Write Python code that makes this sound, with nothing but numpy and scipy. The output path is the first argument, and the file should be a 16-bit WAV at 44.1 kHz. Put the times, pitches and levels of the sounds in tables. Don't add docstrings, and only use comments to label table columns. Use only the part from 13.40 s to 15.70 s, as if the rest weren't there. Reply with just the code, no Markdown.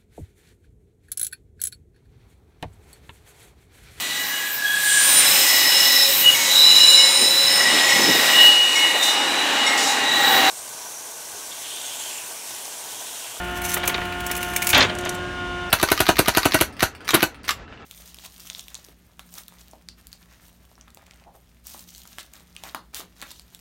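import sys
import numpy as np
from scipy import signal
from scipy.fft import rfft, irfft, next_fast_len
from scipy.io import wavfile
from scipy.ndimage import map_coordinates

SR = 44100
rng = np.random.default_rng(int(sys.argv[2]) if len(sys.argv) > 2 else 0)


def wav_out(sig):
    wavfile.write(sys.argv[1], SR, np.round(np.clip(np.atleast_2d(sig).T, -1, 1) * 32767).astype(np.int16))


N = 101429

BREAK_RIPPLE_DB = 4


def amp(db):
    return 10 ** (np.asarray(db) / 20)


def unit(x):
    return x / np.sqrt(np.mean(x ** 2) + 1e-20)


def curve(rows):
    seconds, values = np.transpose(rows)
    return np.interp(np.arange(N) / SR, seconds, values)


def wobble(rate):
    points = rng.standard_normal(int(N * rate / SR) + 4)
    return map_coordinates(points, [np.arange(N) * rate / SR])


def random_spectrum(hz, step_hz):
    knots = np.arange(0, SR, step_hz)
    return np.interp(hz, knots, rng.standard_normal(len(knots)))


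def coloured(x, points, ripple_db=0):
    hz = np.fft.rfftfreq(len(x), 1 / SR)
    f, db = np.transpose(points)
    broad = random_spectrum(hz, 450)
    narrow = random_spectrum(hz, 70)
    ripple = narrow * hz / (hz + 1000) + broad * hz / (hz + 12000)
    filter_db = np.interp(np.log(hz + 1), np.log(f), db) + ripple_db * ripple
    return unit(irfft(rfft(x) * amp(filter_db), len(x)))


def event_time():
    return np.arange(8192) / SR


def add(track, s, x):
    part = track[max(round(s * SR), 0):][:len(x)]
    part += x[:len(part)]


def grains(per_s, spread_db):
    happens = rng.random(N) < per_s / SR
    sign = np.sign(rng.standard_normal(N))
    return happens * sign * amp(spread_db * rng.standard_normal(N))


def pump_tones(load):
    # time in seconds, pitch in Hz.
    pitch_hz = [(0, 178), (1.65, 178.5), (1.72, 179.3), (1.97, 179.1), (2.08, 178)]
    # time in seconds, change in dB.
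    whine = [(0, 0), (1.35, 0.5), (1.55, -3.5), (1.65, -0.5), (1.78, -2), (1.92, -5.5), (2.0, -0.5),
             (2.3, -1.5)]
    # time in seconds, change in dB.
    hum = [(1.5, -0.5), (1.66, 6), (1.82, 3), (1.95, -2), (2.03, 2)]
    # multiple of the pitch (rounded to the nearest half when played),
    # level in dB under full load, level in dB when idle.
    orders = [(.5, -51, -47.5), (1, -42, -47.5), (1.5, -56, -47), (2.003, -38, -39), (4, -37, -38.5),
              (5, -41.5, -51), (6, -46.5, -37), (8, -38.5, -32), (10, -42, -46.5), (11, -59, -52.5),
              (12, -54.5, -49), (13, -53, -50), (14, -47, -60), (15, -53, -52), (16, -45.5, -43.5),
              (17, -45, -47), (19, -48.5, -66), (20, -57.5, -48.5)]
    waver_db, waver_hz = .8, .12
    phase = 2 * np.pi * np.cumsum(curve(pitch_hz) + waver_hz * wobble(23.74)) / SR
    whine_db, hum_db = curve(whine), curve(hum)
    tones = np.zeros(N)
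    for k, loaded_db, idle_db in orders:
        halves = round(2 * k)
        db = idle_db + load * (loaded_db - idle_db)
        db = db + whine_db * (k > 2.5) + hum_db * (halves == 4) + waver_db * wobble(26.85)
        start_phase = 2 * np.pi * rng.random()
        tones += np.sqrt(2) * amp(db) * np.sin(halves / 2 * phase + start_phase)
    return tones


def pump_rush(load):
    # frequency in Hz, relative level in dB.
    loaded_colour = [(20, -36), (36, -24), (52, -5), (95, 3.5), (150, -7), (270, 2), (450, -7.5),
                     (600, -2.5), (1000, -9.5), (1450, -0.5), (2400, -8.5), (3100, -10), (4000, -15.5),
                     (5000, -23), (9500, -21.5), (11000, -40), (16000, -34)]
    # frequency in Hz, relative level in dB.
    idle_colour = [(20, -26), (52, 9.5), (95, 1), (170, -1), (270, -3.5), (450, -10.5), (900, -8.5),
                   (1500, -13), (2100, -16.5), (3100, -13.5), (4200, -22), (6000, -23), (9500, -39),
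                   (11500, -44), (16000, -57)]
    loaded_db, idle_db = -34.5, -35
    loaded = amp(loaded_db) * coloured(rng.standard_normal(N), loaded_colour)
    idle = amp(idle_db) * coloured(rng.standard_normal(N), idle_colour)
    return np.sqrt(load) * loaded + np.sqrt(1 - load) * idle


def motor_rumble():
    # time in seconds, level in dB.
    level = [(0, -38), (.15, -38), (.35, -43), (.9, -44.5), (1.3, -53), (2.3, -54)]
    middle_hz = 58
    phase = 2 * np.pi * np.cumsum(middle_hz + 3 * wobble(15.5)) / SR
    return np.sqrt(2) * amp(curve(level) + 1.7 * wobble(25.5)) * np.sin(phase)


def pump():
    # time in seconds, load from 0 to 1.
    load_points = [(0, 0.88), (.4, 0.79), (1.35, 0.73), (1.55, 0.76), (1.8, 0.34), (2.0, 0.17)]
    load = np.clip(curve(load_points), 0, 1)
    return pump_tones(load) + pump_rush(load) + motor_rumble()


def click(colour, t60, chamber_db):
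    plate_s, plate_gain = .0024, .9
    chamber_t60 = 0.11
    snap_ripple_db = 4.5
    t = event_time()
    direct = amp(-60 * t / t60)
    echo = plate_gain * (t > plate_s) * amp(-60 * abs(t - plate_s) / t60)
    chamber = amp(chamber_db - 60 * t / chamber_t60)
    shape = np.sqrt(direct ** 2 + echo ** 2 + chamber ** 2)
    ring = shape * coloured(rng.standard_normal(len(t)), colour, snap_ripple_db)
    return ring * np.linalg.norm(shape) / np.linalg.norm(ring)


def fine_crackle():
    # time in seconds, level in dB.
    level = [(0, -46), (.14, -46), (.175, -33), (.205, -51), (.26, -26), (.28, -35), (.33, -24.5),
             (.39, -55), (.5, -42), (.55, -50), (.6, -46), (.69, -52), (.85, -47), (.89, -43), (.98, -41),
             (1.12, -37), (1.2, -41.5), (1.32, -30), (1.46, -66), (1.7, -60), (1.745, -41), (1.8, -71)]
    # frequency in Hz, relative level in dB.
    colour = [(300, -24), (2200, 5), (4800, -4.5), (6200, 2), (8000, -5), (10700, -2), (11400, -1.5),
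              (13300, -5), (15500, -9)]
    per_s, spread_db, ripple_db = 2200, 3.3, 4
    crackle = coloured(grains(per_s, spread_db), colour, ripple_db)
    return amp(curve(level) + 2.1 * wobble(140)) * crackle


def cracking():
    # start in seconds, level in dB, mid-range body relative to the snap in dB.
    snaps = [(0.218, -26, -5), (.2395, -30, -14), (0.2508, -23, -15), (0.3414, -13.5, -18),
             (0.3743, -23.5, -22), (.437, -31, -12), (0.454, -28, -21), (0.459, -30, -6), (.476, -9, -13.5),
             (0.6542, -37, 5), (.724, -37.5, 10), (0.8038, -31.5, 1.5), (0.865, -21.5, -13),
             (.9135, -18, -5.5), (.952, -24.5, -5), (.965, -24.5, -5), (0.9738, -25, -23),
             (1.029, -21.5, -1.5), (1.136, -30, -1), (1.1624, -13, -5), (1.2206, -20, -4),
             (1.2244, -16, -2.5), (1.245, -24, -8), (1.27, -12, -9), (1.291, -15, -9), (1.3, -15.5, -16),
             (1.304, -16, -4.5), (1.3765, -23, -6)]
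    # frequency in Hz, relative level in dB.
    snap_colour = [(300, -42), (1500, -3.5), (4500, -8), (6200, 0.5), (9000, 1), (10500, 0), (12300, 1.5),
                   (13700, -3), (15000, -1.5), (15800, 2.5)]
    # frequency in Hz, relative level in dB.
    body_colour = [(200, -53), (1000, -13), (1800, -23), (2250, 4.5), (2650, 0.5), (3200, -12), (4200, -11),
                   (8000, -38)]
    snap_t60, body_t60 = 0.023, 0.015
    chamber_db = -8
    out = fine_crackle()
    for s, db, body_db in snaps:
        snap = click(snap_colour, snap_t60, chamber_db)
        body = amp(body_db) * click(body_colour, body_t60, chamber_db)
        add(out, s, amp(db) * (snap + body))
    return out


def hollow(x):
    wall_hz = [1890, 2260, 3200, 3590]
    half_width_hz, boost_db = 70, 4.5
    hz = np.fft.rfftfreq(len(x), 1 / SR)
    lift_db = boost_db * sum(1 / (1 + ((hz - f) / half_width_hz) ** 2) for f in wall_hz)
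    return unit(irfft(rfft(x) * amp(lift_db), len(x)))


def crunch():
    # time in seconds, level in dB.
    collapse = [(.34, -70), (.365, -34.5), (.58, -36), (.8, -57), (1.325, -50.5), (1.335, -19.5),
                (1.355, -14.5), (1.385, -14), (1.42, -17.5), (1.447, -18.5), (1.475, -33), (1.57, -46.5),
                (1.61, -44.5), (1.665, -32), (1.70, -36.5), (1.9, -50.5)]
    # frequency in Hz, relative level in dB.
    colour = [(25, -30), (60, -3), (110, 6.5), (190, -3.5), (280, 1), (1000, 0), (1900, -1.5), (3900, -4.5),
              (5000, -13.5), (6500, -14), (10000, -31), (15000, -39)]
    added_per_s, least_per_s = 6000, 200
    thinning = 1.1
    spread_db, flutter_db = 2.2, .8
    strength = amp(curve(collapse))
    per_s = added_per_s * (strength / strength.max()) ** thinning + least_per_s
    fractures = grains(per_s, spread_db) / np.sqrt(per_s)
    texture = hollow(coloured(fractures, colour, BREAK_RIPPLE_DB))
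    return strength * amp(flutter_db * wobble(150)) * texture


def breaking():
    # start in seconds, level in dB,
    # seconds to fall by 60 dB, treble tilt in dB per octave (well above tilt_hz).
    knocks = [(0.365, -16.5, 0.052, -9.5), (0.432, -19, 0.08, -6), (0.4764, -18.5, 0.038, -12),
              (.495, -16, 0.04, -6), (.543, -13.5, 0.039, -2), (0.578, -18.5, 0.04, -12),
              (.613, -23, 0.064, -8), (.898, -24, 0.096, -8.5), (1.3302, -6, 0.035, 0),
              (1.345, -9, 0.097, 7.5), (1.352, -11.5, 0.031, -13), (1.406, -6.5, 0.062, 3.5),
              (1.4252, -6, 0.028, 4.5), (1.4961, -17, 0.042, -2), (1.656, -20, 0.075, -8.5)]
    # frequency in Hz, relative level in dB.
    knock_colour = [(80, -19), (300, -6), (1000, -4), (2300, 0), (4100, -3), (5100, -10), (7000, -22),
                    (12000, -54)]
    band_edges = [16000, 2800, 1800, 1000, 0]
    rise_s, lag_s = .001, .0013
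    tilt_hz = 1000
    out, t = crunch(), event_time()
    hz = np.fft.rfftfreq(len(t), 1 / SR)
    for s, db, t60, tilt_db in knocks:
        colour = [(f, level + tilt_db * np.log2(1 + f / tilt_hz)) for f, level in knock_colour]
        ring = hollow(coloured(rng.standard_normal(len(t)), colour, BREAK_RIPPLE_DB))
        shape = amp(db - 60 * t / t60) * (1 - np.exp(-t / rise_s))
        spectrum = rfft(ring) * np.linalg.norm(shape) / np.linalg.norm(shape * ring)
        for k, (hi, lo) in enumerate(zip(band_edges, band_edges[1:])):
            band = irfft(spectrum * (hz >= lo) * (hz < hi))
            add(out, s + k * lag_s, shape * band)
    return out


def shudder():
    # frequency in Hz, relative level in dB.
    colour = [(40, -23), (110, 1), (260, 7.5), (430, -5), (600, 6), (1500, -37)]
    start_s, start_db, t60 = 1.36, -33.5, 3.4
    t = np.arange(N) / SR - start_s
    fade = (t > 0) * amp(start_db - 60 * abs(t) / t60)
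    return fade * coloured(rng.standard_normal(N), colour)


def shards():
    # start in seconds, level in dB.
    landings = [(1.5515, -31.5), (1.5867, -26.5), (1.61, -34), (1.651, -26), (1.693, -19), (1.7495, -33.5)]
    # frequency in Hz, relative level in dB.
    tick_colour = [(1000, -16), (4200, -1), (4900, -10), (5800, 4), (9500, -3), (12500, -6), (15000, -17)]
    # start in seconds, pitch in Hz, level in dB, seconds to fall by 60 dB.
    rings = [(1.379, 12850, -20, 0.039), (1.749, 7630, -37, 0.086)]
    tick_t60, chamber_db = .012, -13.5
    out, t = np.zeros(N), event_time()
    for s, db in landings:
        add(out, s, amp(db) * click(tick_colour, tick_t60, chamber_db))
    for s, hz, db, t60 in rings:
        add(out, s, amp(db - 60 * t / t60) * np.sin(2 * np.pi * hz * t))
    return out


def whistle():
    start, end = 1.77, 1.98
    pitch_hz, level_db = 1616, -32.5
    t = np.arange(N) / SR
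    progress = np.clip((t - start) / (end - start), 0, 1)
    swell = np.sqrt(progress * (1 - progress))
    return amp(level_db) * swell * np.sin(2 * np.pi * pitch_hz * t)


def workshop(x):
    # frequency in Hz, relative level in dB.
    room_colour = [(80, 8), (250, 2), (1000, 2), (4000, -9), (15000, -55)]
    room_db, room_t60 = -22.5, 0.56
    t = np.arange(SR) / SR
    tail = coloured(rng.standard_normal(SR), room_colour) * amp(-60 * t / room_t60)
    return amp(room_db) * signal.fftconvolve(x, tail / np.linalg.norm(tail))[:N]


def scene():
    glass = cracking() + breaking() + shards()
    return (pump() + glass + shudder() + whistle() + workshop(glass))[None]


def record(dry):
    ceiling, top_hz = .75, 15800
    x = dry / (1 + abs(dry / ceiling) ** 6) ** (1 / 6)
    size = next_fast_len(N + SR // 2)
    kept = np.fft.rfftfreq(size, 1 / SR) < top_hz
    return irfft(rfft(x, size) * kept, size)[:, :N]


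dry = scene()
out = record(dry)
wav_out(out)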